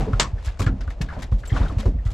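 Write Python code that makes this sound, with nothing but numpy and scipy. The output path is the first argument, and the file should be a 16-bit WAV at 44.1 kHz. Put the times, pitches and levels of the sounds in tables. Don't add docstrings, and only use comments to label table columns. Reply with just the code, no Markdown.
import sys
import numpy as np
from scipy import signal
from scipy.fft import rfft, irfft
from scipy.io import wavfile
from scipy.ndimage import uniform_filter1d

SR = 44100
rng = np.random.default_rng(int(sys.argv[2]) if len(sys.argv) > 2 else 0)


def invert_db(level):
    return 10 ** (np.asarray(level, dtype=float) / 20)


def int16_out(signal):
    q = np.round(np.clip(np.atleast_2d(signal).T, -1, 1) * 32767)
    wavfile.write(sys.argv[1], SR, q.astype(np.int16))


N = 94065
T = np.arange(N) / SR


def unit(x):
    return x / np.sqrt(np.mean(x ** 2))


def colour(x, points):
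    hz, db = np.array(points, float).T
    f = np.maximum(np.arange(N // 2 + 1) * SR / N, 1)
    gain = invert_db(np.interp(np.log(f), np.log(hz), db))
    return irfft(rfft(x) * gain, N)


def ring(x, hz, width_hz):
    centre_hz = min(hz, 0.45 * SR)
    q = max(hz / width_hz, 0.5)
    return signal.lfilter(*signal.iirpeak(centre_hz, q, fs=SR), x)


def walk(rate_hz):
    k = max(int(SR / rate_hz), 2)
    smooth = uniform_filter1d(rng.standard_normal(N), k)
    return unit(uniform_filter1d(smooth, k))


def burst(start_s, rise_s, t60_s):
    t = np.maximum(T - start_s, 0)
    rise = 1 - np.exp(-t / max(rise_s, 1e-4))
    return rise * np.exp(-np.log(1000) * t / max(t60_s, 0.01))


def swell(t, rise_s, order):
    return (t / rise_s / order) ** order * np.exp(order - t / rise_s)


def pair():
    return rng.standard_normal((2, N))


def coloured(noise, points):
    return unit(np.array([colour(n, points) for n in noise]))


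# f/Hz, level/dB [per Hz]
RUMBLE_COLOUR = [(12, -25), (20, -9.5), (43, 2), (70, 3), (111, -21.5), (189, -25.5), (400, -32),
                 (520, -50), (880, -120)]
# f/Hz, level/dB [per Hz]
SEA_COLOUR = [(180, -17), (300, -6), (635, -0.5), (1420, -25.5), (1850, -21), (8300, -38.5), (10800, -74),
              (18300, -120)]


def sea():
    rumble = coloured(pair(), RUMBLE_COLOUR) * invert_db(-34)
    hiss = coloured(pair(), SEA_COLOUR) * invert_db(-55 + 2.0 * walk(5.1))
    return rumble + hiss


# t/s, level/dB
DRAG = [(0, -36), (.2, -35.5), (.35, -42), (0.551, -60), (.72, -44.5), (.97, -48), (1.12, -37.5),
        (1.29, -46), (1.42, -74), (1.551, -25.5), (1.72, -37), (1.8, -42.5), (1.921, -58), (2.03, -48),
        (2.13, -44)]
# f/Hz, level/dB [per Hz]
DRAG_COLOUR = [(150, 16.5), (300, 3), (700, 3), (1500, -8), (3000, -16), (7000, -25.5), (9000, -34),
               (15000, -51)]


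def slither():
    s, db = np.array(DRAG).T
    patchy_db = 2 * walk(49)
    return coloured(pair(), DRAG_COLOUR) * invert_db(np.interp(T, s, db) + patchy_db)


def squeak():
    hz, width_hz = 7450, 600
    puff = pair() * burst(1.474, rise_s=0.0036, t60_s=0.06)
    return invert_db(-33) * 5 * ring(ring(puff, hz, width_hz), hz, width_hz)


# t/s, peak level/dB, f/Hz, t60/s
PLATE_PINGS = [(0.1333, -30.5, 1520, 0.024), (0.381, -40, 1724, 0.045), (0.4829, -34, 1700, 0.045),
               (0.574, -47, 1480, 0.033), (.5955, -18.5, 700, 0.015), (.601, -21, 597, 0.032),
               (.603, -27, 381, .12), (0.607, -25.5, 1095, 0.027), (0.64, -36.5, 1610, 0.059),
               (0.6641, -28, 1744, 0.065), (.667, -40, 2640, 0.052), (0.675, -29.5, 1356, 0.061),
               (0.878, -36, 1470, 0.045), (.808, -43.5, 5370, .04), (1.2226, -36, 1830, .04),
               (1.3155, -38.5, 745, 0.027), (1.435, -32, 1670, 0.019), (1.496, -37, 3170, 0.024),
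               (1.5025, -36, 2040, 0.025), (1.528, -36, 3230, 0.026), (1.545, -33, 279.5, 0.28),
               (1.5631, -21, 1490, 0.016), (1.5671, -21, 1167, 0.029), (1.617, -25, 990, 0.023),
               (1.631, -38, 3700, 0.028), (1.66, -28, 1510, 0.019), (1.698, -26, 1285, 0.019),
               (1.706, -32, 1080, .03), (1.715, -25, 272, 0.12), (1.788, -26.5, 213.6, 0.27),
               (1.832, -32.5, 552, .2), (1.854, -24, 376, 0.14), (1.857, -29.5, 920, 0.035),
               (1.94, -26, 152, 0.16), (1.985, -51, 1830, 0.12), (2.051, -53, 3400, 0.027),
               (2.064, -43.5, 1980, 0.067), (2.104, -48.5, 3430, 0.038)]


def pings():
    out = np.zeros(N)
    for s, db, hz, t60 in PLATE_PINGS:
        rise_s = 0.6 / hz
        out += invert_db(db) * burst(s, rise_s, t60) * np.sin(2 * np.pi * hz * (T - s))
    return np.array([out, 0.33 * out])


# t/s, peak level/dB, centre f/Hz, t60/s
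FIN_KNOCKS = [(0.1321, -17, 1286, 0.056), (0.384, -37, 1740, 0.049), (0.4813, -34, 1690, 0.048),
              (0.571, -42, 1360, 0.022), (0.595, -24.5, 1115, 0.19), (0.6646, -17, 1380, 0.11),
              (0.8085, -32.5, 1670, 0.08), (0.8778, -33.5, 1300, 0.099), (0.9048, -31.5, 1760, 0.052),
              (1.0136, -25.5, 1830, 0.062), (1.2231, -29, 1780, 0.098), (1.3227, -28, 1085, 0.057),
              (1.4361, -30, 1470, 0.084), (1.4952, -34.5, 3010, 0.092), (1.502, -33, 1866, 0.25),
              (1.53, -41, 1120, 0.22), (1.5648, -20, 1300, 0.091), (1.6152, -24, 1260, 0.17),
              (1.6583, -30, 1360, 0.058), (1.697, -31, 1280, 0.045), (1.8604, -26.5, 1030, 0.059),
              (2.0626, -34, 1280, 0.18)]
# t/s, peak level/dB, centre f/Hz, t60/s
FURTHER_KNOCKS = [(.008, -22, 763, 0.19), (0.067, -23, 418, 0.21), (0.206, -22, 1690, 0.19),
                  (0.241, -21, 1070, 0.13), (0.448, -42, 6000, 0.056), (.809, -37.5, 5000, 0.052),
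                  (1.058, -47.5, 3400, 0.19), (1.086, -27.5, 1620, 0.074), (1.1, -29, 1320, 0.24),
                  (1.124, -32, 926, 0.47), (1.164, -29, 640, 0.27), (1.472, -42, 11740, 0.082),
                  (1.682, -33.5, 3360, 0.05), (1.856, -25, 534, 0.18), (1.985, -42.5, 1820, 0.097)]


def knocks():
    q, rise_s = 5, 0.001016
    noise, out = pair(), 0
    for s, db, hz, t60 in list(FIN_KNOCKS) + list(FURTHER_KNOCKS):
        hit = noise * burst(s, rise_s, t60)
        hit[0, int((s + rise_s) * SR)] += invert_db(16) * np.sqrt(2000 / hz)
        rung = ring(ring(hit, hz, hz / q), hz, hz)
        out = out + invert_db(db - 4) * rung * np.sqrt(SR * q / hz) / 3
    return out


def spray(x):
    z = signal.stft(x, nperseg=256)[2]
    patches = uniform_filter1d(rng.standard_normal(z.shape[1:]), size=3, axis=0)
    patches = unit(uniform_filter1d(patches, size=2, axis=1))
    return signal.istft(z * invert_db(2 * patches), nperseg=256)[1][:, :N]


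# t/s, peak level/dB, t60/s, rise/s, treble level/dB
TAIL_SLAPS = [(0.0014, -32.5, 0.28, 0.0035, -3), (0.132, -59, 0.53, 0.0044, 1),
              (0.4224, -45, 0.26, 0.0016, 3), (0.4454, -33.5, 0.21, 0.0088, 10.5),
              (0.4634, -48.5, 0.48, 0.0017, -10.5), (0.5904, -23.5, 0.18, 0.011, 7),
              (0.6175, -25, 0.11, 0.001, -0.5), (0.6621, -30, 0.11, 0.0022, -6.5),
              (0.8066, -42.5, 0.2, 0.00061, -8), (0.8744, -47.5, 0.2, 0.00084, -2.5),
              (0.9018, -36.5, 0.14, 0.0019, 0), (1.0121, -24, 0.13, 0.0012, 3),
              (1.22, -34.5, 0.17, 0.0016, 5.5), (1.497, -51, 0.71, 0.01, -1),
              (1.561, -43.5, 0.54, 0.00068, -10.5), (1.781, -32.5, 0.27, 0.0027, 0.5),
              (1.7953, -31, 0.13, 0.0021, -0.5), (1.8537, -42.5, 0.29, 0.0015, 3)]
# t/s, peak level/dB, t60/s, rise/s, treble level/dB
FIN_FLICKS = [(0.3804, -46, 0.35, 0.005, -3.5), (0.5717, -51, 0.088, 0.0011, -1),
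              (1.085, -45, 0.096, 0.0039, -3), (1.132, -44, 0.18, 0.0045, -8),
              (1.1844, -38, 0.33, 0.0038, -0.5), (1.314, -43.5, 0.32, 0.0037, 1.5),
              (1.3797, -48.5, 0.32, 0.0048, 10.5), (1.451, -38.5, 0.51, 0.0044, 1),
              (1.535, -36, 0.16, 0.011, -6), (1.681, -48.5, 0.22, 0.0056, 10.5),
              (2.0507, -40, 0.36, 0.0052, 4.5), (2.1027, -38, 0.17, 0.0024, 6.5)]
# f/Hz, level/dB [per Hz]
SPLAT_COLOUR = [(250, -14), (500, -1), (1100, -3.5), (3300, -9.5), (7800, -17.5), (8700, -24.5),
                (12000, -27.5), (15800, -62)]
# t/s, peak level/dB, t60/s, rise/s
BODY_WHACK = [
    (0.1974, -6, 0.093, 0.00021),
    (0.201, -18, 0.15, 0.015),
]
# f/Hz, level/dB [per Hz]
BODY_WHACK_COLOUR = [(300, -10), (1100, -1), (8000, -10), (8700, -26), (15800, -47)]


def slaps():
    low = high = 0
    for s, db, t60, rise, treble_db in list(TAIL_SLAPS) + list(FIN_FLICKS):
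        low = low + invert_db(db - treble_db) * burst(s, rise, t60)
        high = high + invert_db(db + treble_db) * burst(s, rise, t60 * 0.67)
    noise = pair()
    splat = coloured(spray(noise), SPLAT_COLOUR)
    dull = signal.lfilter(*signal.butter(1, 3860, fs=SR), splat)
    bright = splat - dull
    whack_envelope = sum(invert_db(db) * burst(s, rise, t60) for s, db, t60, rise in BODY_WHACK)
    whack = coloured(noise, BODY_WHACK_COLOUR) * whack_envelope
    flicker = invert_db(2.5 * walk(130))
    grain = invert_db(-0.5 + 2.2 * walk(1200))
    return (dull * low + bright * high * flicker + whack) * grain / 2


# t/s, knock peak level/dB, knock f/Hz, boom level/dB re knock, panel level/dB re knock
BODY_BLOWS = [(-.021, -21, 87, 5.5, 6.5), (0.074, -30, 86, 8, 7.5), (0.1283, -10, 96, -5.5, -27),
              (0.201, -31, 105, 9, 9.5), (0.328, -17, 88, -2.5, -31.5), (0.462, -19.5, 74.6, 0.5, -42),
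              (0.493, -27, 71, -9.5, -23), (0.521, -41, 101, -13, -21), (0.5943, -13, 92, -10, -9.5),
              (0.615, -20, 90, -27, -18), (0.6621, -7.5, 103.7, -11.5, -15), (0.685, -18.5, 95, -0.5, -12),
              (0.721, -18, 102, -11, -17), (0.791, -26.5, 75, 2.5, -12), (0.868, -20.5, 77.5, -4.5, -17.5),
              (1.004, -16.5, 143, -3, -8), (1.163, -26, 89, 0.5, -3.5), (1.237, -28.5, 90, -5, -19),
              (1.317, -10, 93.4, -1, -16.5), (1.405, -28.5, 105, -4, -22), (1.5166, -9, 96.6, -5.5, -13),
              (1.599, -13, 83, 0.5, -9), (1.693, -22.5, 82.5, -4, -7.5), (1.724, -26.5, 68, 0, -12),
              (1.7645, -11.5, 91, -8, -18), (1.8545, -9, 86.4, -3, -9), (1.934, -18.5, 67.3, -1, -17.5),
              (1.972, -25, 68, 4.5, -29.5), (2.0533, -12.5, 92, -3.5, -27.5), (2.112, -22, 97.6, -2, -22)]
# f/Hz, bandwidth/Hz, level/dB
PANEL_MODES = [(136.3, 40.6, 0), (186.1, 26.3, -3.5), (265.6, 37.7, -5), (308.3, 115, -8),
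               (434.3, 105, -15), (558, 300, -27)]


def panels():
    envelope = 0
    for s, db, _, _, rattle_db in BODY_BLOWS:
        envelope = envelope + invert_db(db + rattle_db) * burst(s + 0.0016, rise_s=0.00086, t60_s=0.21)
    shake, out = envelope * pair(), 0
    for hz, width_hz, db in PANEL_MODES:
        rung = ring(ring(shake, hz, width_hz), hz, 2 * width_hz)
        out = out + invert_db(db) * rung * np.sqrt(SR / width_hz) / 8
    return 4 * out


def hull():
    boom_lag_s, boom_rise_s = 0.01048, 0.016
    start_hz, end_hz, sag_s = 55.1, 28.7, 0.057
    out = np.zeros(N)
    for s, db, hz, boom_db, _ in BODY_BLOWS:
        t = np.maximum(T - s, 0)
        knock = swell(t, 0.0036 * 90 / hz, order=3) * np.sin(2 * np.pi * hz * t)
        late = np.maximum(t - boom_lag_s, 0)
        turns = end_hz * late + (start_hz - end_hz) * sag_s * (1 - np.exp(-late / sag_s))
        boom = swell(late, boom_rise_s, order=1) * np.sin(2 * np.pi * turns)
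        out -= invert_db(db) * (knock + invert_db(boom_db) * boom)
    return out


def scene():
    mid, other = sea() + slither() + squeak() + pings() + knocks() + slaps() + panels()
    mid = mid + hull()
    lean = np.tanh(np.log(invert_db(2.5)) / 2)
    treble_side = invert_db(-11) * other + lean * mid
    side = signal.lfilter(*signal.butter(2, 305, "high", fs=SR), treble_side)
    side = side + invert_db(-19.5) * other
    return np.array([mid + side, mid - side])


def roll_off(x):
    return signal.sosfilt(signal.butter(12, 15600, fs=SR, output="sos"), x)


def record(dry):
    return roll_off(dry)


dry = scene()
out = record(dry)
int16_out(out)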